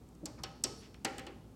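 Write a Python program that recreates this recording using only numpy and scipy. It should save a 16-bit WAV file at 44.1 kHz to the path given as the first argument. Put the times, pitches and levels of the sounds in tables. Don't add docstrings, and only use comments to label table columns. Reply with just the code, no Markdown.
import sys
import numpy as np
from scipy import signal
from scipy.fft import rfft, irfft
from scipy.io import wavfile

SR = 44100
rng = np.random.default_rng(int(sys.argv[2]) if len(sys.argv) > 2 else 0)


def generate_wav(signal):
    frames = np.transpose(np.atleast_2d(signal))
    scaled = np.clip(frames, -1, 1) * 32767
    pcm = np.round(scaled).astype(np.int16)
    wavfile.write(sys.argv[1], SR, pcm)


N = 68355

# f/Hz, level/dB against the direct sound, t60/s
ROOM = [(119, -6.5, 0.53), (407, -3, 1), (990, -3.5, 0.68), (2070, -5.5, 0.47), (4000, -10, 0.65),
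        (5300, -11, 0.73), (6200, -13, 0.63), (7800, -17, 0.53), (9840, -19, 0.4), (13800, -20, 0.76)]
ROOM_BUILD_S = 0.0066


def undb(db):
    return 10 ** (np.asarray(db) / 20)


def at(hz, table, column=1):
    table = np.array(table)
    return np.interp(np.log(hz), np.log(table[:, 0]), table[:, column])


def freqs():
    return np.maximum(np.fft.rfftfreq(N, 1 / SR), 1)


def noise(gain):
    x = irfft(rfft(rng.standard_normal(N)) * gain, N)
    return x / x.std()


def bands():
    for hz in 63 * 2 ** (np.arange(25) / 3):
        yield hz, np.cos(np.pi / 2 * np.clip(3 * np.log2(freqs() / hz), -1, 1))


def ring(t, build_s, t60):
    t = np.maximum(t, 0)
    return (1 - np.exp(-(t / build_s) ** 2)) * np.exp(-np.log(1000) * t / t60)


def with_energy(x, root_energy):
    return x * root_energy / np.sqrt(np.sum(x ** 2) + 1e-20)


def noise_burst(envelope, hz, octaves):
    bell = np.exp(-(np.log2(freqs() / hz) / octaves) ** 2 / 2)
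    return with_energy(envelope * noise(bell), np.linalg.norm(envelope))


def coloured(x, response):
    cepstrum = irfft(np.log(undb(at(freqs(), response))), N)
    cepstrum[1:N // 2] *= 2
    cepstrum[N // 2:] = 0
    return irfft(rfft(x) * np.exp(rfft(cepstrum)), N)


def room_tone(floor_db=-55.5, hum_hz=59.5, hum_db=-62):
    # f/Hz, relative level/dB
    floor = [(15, -63), (25, -12), (120, 1), (166, -5.5), (217, -1.5), (285, -6), (427, -11.5), (607, -21),
             (677, -18.5), (1330, -26.5), (1440, -30), (1700, -33.5), (3520, -35.5), (7710, -37.5),
             (16000, -44.5)]
    hum = np.sqrt(2) * np.sin(2 * np.pi * (hum_hz * np.arange(N) / SR + rng.random()))
    return undb(floor_db) * noise(undb(at(freqs(), floor))) + undb(hum_db) * hum


def diffuse_tail(x):
    t, spectrum, tail = np.arange(SR // 2) / SR, rfft(x), np.zeros(N)
    for hz, gain in bands():
        decay = with_energy(ring(t, ROOM_BUILD_S, at(hz, ROOM, column=2)), undb(at(hz, ROOM)))
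        power = signal.fftconvolve(irfft(spectrum * gain, N) ** 2, decay ** 2)[:N]
        tail += np.sqrt(np.abs(power)) * noise(gain)
    return tail


def reflections(x):
    t, response = np.arange(N) / SR, np.zeros(N)
    for hz, gain in bands():
        tail = noise(gain) * ring(t, ROOM_BUILD_S, at(hz, ROOM, column=2))
        response += with_energy(tail, np.sqrt(np.mean(gain ** 2)) * undb(at(hz, ROOM)))
    return signal.fftconvolve(x, response)[:N]


def swells(table):
    t, sound = np.arange(N) / SR, np.zeros(N)
    for start, length, hz, octaves, db in table:
        arch = np.sin(np.pi * np.clip((t - start) / length, 0, 1))
        sound += undb(db) * noise_burst(arch, hz, octaves)
    return sound


def bumps():
    # t/s, length/s, centre f/Hz, width/octaves, level/dB
    thuds = [(.385, 0.031, 65, .25, -51), (.385, .17, 145, .25, -54), (.66, .12, 117.5, 0.21, -55.5)]
    return swells(thuds)


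def scuffs():
    # t/s, length/s, centre f/Hz, width/octaves, level/dB
    rubs = [(0.376, 0.042, 1100, 0.45, -58), (0.371, 0.032, 2370, 0.17, -66),
            (0.383, 0.021, 4700, 0.4, -64), (0.795, 0.097, 2500, 0.91, -61.5), (.765, 0.069, 9700, .2, -70)]
    return swells(rubs)


def judder(start_s=.2285, length_s=.031, edge_s=.003, tone_hz=310.6, level_db=-42.5):
    # centre f/Hz, width/octaves, level/dB relative to the tone's peak
    sidebands = [(174, 0.26, -6), (510, 0.21, -12.5)]
    t = np.arange(N) / SR - start_s
    gate = np.clip(np.minimum(t, length_s - t) / edge_s, 0, 1)
    rough = sum(undb(db) * noise_burst(gate, hz, octaves) for hz, octaves, db in sidebands)
    return undb(level_db) * (gate * np.sin(2 * np.pi * tone_hz * t) + rough)


def since_arrival(age, hz, travel_s=0.002108):
    return age - travel_s * np.sqrt(1000 / hz)


def feeder_modes(modes, age, blow):
    sound = 0
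    for hz, db, t60 in modes:
        t = since_arrival(age, hz)
        amplitude = 2 * np.log(1000) / (t60 * SR) * undb(db + at(hz, blow))
        sound += amplitude * ring(t, build_s=0.0015, t60=t60) * np.sin(2 * np.pi * hz * t)
    return sound


def knocks():
    # t/s, pane decay factor, pane build-up/s at 4 kHz, box gain/dB, wall gain/dB,
    # then relative level/dB at each of blow_hz
    blows = [(.087, .7, 0.00091, -12, -7.5, -29, -26, -50, -57, -46, -33.5, -52),
             (0.149, 0.62, 0.00074, -20, -6, -33, -39, -50, -55, -37, -34, -52),
             (0.2548, 1.2, .001, -17, -8, -8, -8, -17, -19, -5, -7, -28),
             (0.4331, 0.93, .002, 0.5, 4, -10, -4, -10, -7, -6, -11.5, -29),
             (0.6364, 1.01, 0.0018, -21, 4.5, 2, -1, -9, -6.5, 6, 5.5, -19),
             (.942, 0.24, 0.0007, -19, -17, -49, -23, -21.5, -22.5, -34, -33, -52),
             (1.0452, 0.83, 0.0041, 3, -26, 5.5, 3, 3.5, -4.5, 2, 0.5, -22),
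             (1.1801, 1, 0.00093, 4, 1, -3.5, -13.5, -8, -15, -20.5, -13.5, -37),
             (1.192, 1.1, 0.00057, 6, -6, -42, -51, -25, -21.5, -23, -19.5, -35),
             (1.265, 1.14, 0.00061, 0, -19, -3.5, -9, -13.5, -13, -22, -23.5, -43)]
    blow_hz = [300, 800, 2000, 3500, 5400, 8000, 13000]
    # f/Hz, t60/s before the blow's factor
    pane_t60 = [(200, 0.088), (800, 0.19), (2000, 0.15), (5000, 0.05), (8000, 0.02), (14000, 0.015)]
    # f/Hz, relative level/dB, t60/s
    box_modes = [(262, 7, .08), (318, 5, .07), (334, 4, .3), (420, 5, .55), (527, 5, .35), (785, 10, .16),
                 (826, 8, .09), (1389, 1, .4), (1683, 2, .2), (1797, 2, .3), (1965, 2, .2), (2050, 2, .24),
                 (2915, 7, .05), (3021, 3, .3)]
    # f/Hz, relative level/dB, t60/s
    wall_modes = [(458, 8, .35), (1058, 4, .3), (1277, 8, .3), (2620, 4, .15), (3005, 6, .08),
                  (3600, 1, .04), (4300, 4, .04), (4545, 6, .07), (5305, 6, .06), (5545, 5, .06),
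                  (5850, 3, .05), (7780, 2, .035), (8300, 1, .03), (8800, 3, .02)]
    t, pane, feeder = np.arange(N) / SR, np.zeros(N), np.zeros(N)
    pane_bands = [(hz, np.mean(gain ** 2), noise(gain)) for hz, gain in bands()]
    for start, decay_factor, build_s, box_db, wall_db, *levels in blows:
        span = slice(int(start * SR), int(start * SR) + SR // 2)
        age = t[span] - start
        blow = list(zip(blow_hz, levels))
        for hz, share, wave in pane_bands:
            band_build_s = build_s * (4000 / hz) ** 0.1
            envelope = ring(since_arrival(age, hz), band_build_s, decay_factor * at(hz, pane_t60))
            pane[span] += with_energy(wave[span] * envelope, np.sqrt(share) * undb(at(hz, blow)))
        feeder[span] += undb(box_db) * feeder_modes(box_modes, age, blow)
        feeder[span] += undb(wall_db) * feeder_modes(wall_modes, age, blow)
    return pane, feeder


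def scene():
    # f/Hz, gain/dB
    pane_response = [(70, -8), (190, -9), (260, 2.5), (500, 2.5), (600, -2), (690, -5), (810, 1.5),
                     (950, -5), (1060, -4.5), (1250, -3), (3100, 0), (3800, -3), (4400, 1), (5000, -3),
                     (5800, -2), (6550, -4), (7400, -1), (8400, -3), (9100, -5.5), (12500, 0.5), (16000, 0)]
    pane, feeder = knocks()
    feeder = feeder + judder() + scuffs()
    pane_in_room = coloured(pane + diffuse_tail(pane), pane_response)
    feeder_in_room = feeder + undb(-1) * reflections(feeder)
    return (pane_in_room + feeder_in_room + bumps() + room_tone())[None]


def record(dry, low_cut_hz=35.5, top_hz=16000):
    dry = signal.sosfilt(signal.butter(4, low_cut_hz, "high", fs=SR, output="sos"), dry)
    return signal.sosfilt(signal.ellip(10, .2, 70, top_hz, fs=SR, output="sos"), dry)


dry = scene()
out = record(dry)
generate_wav(out)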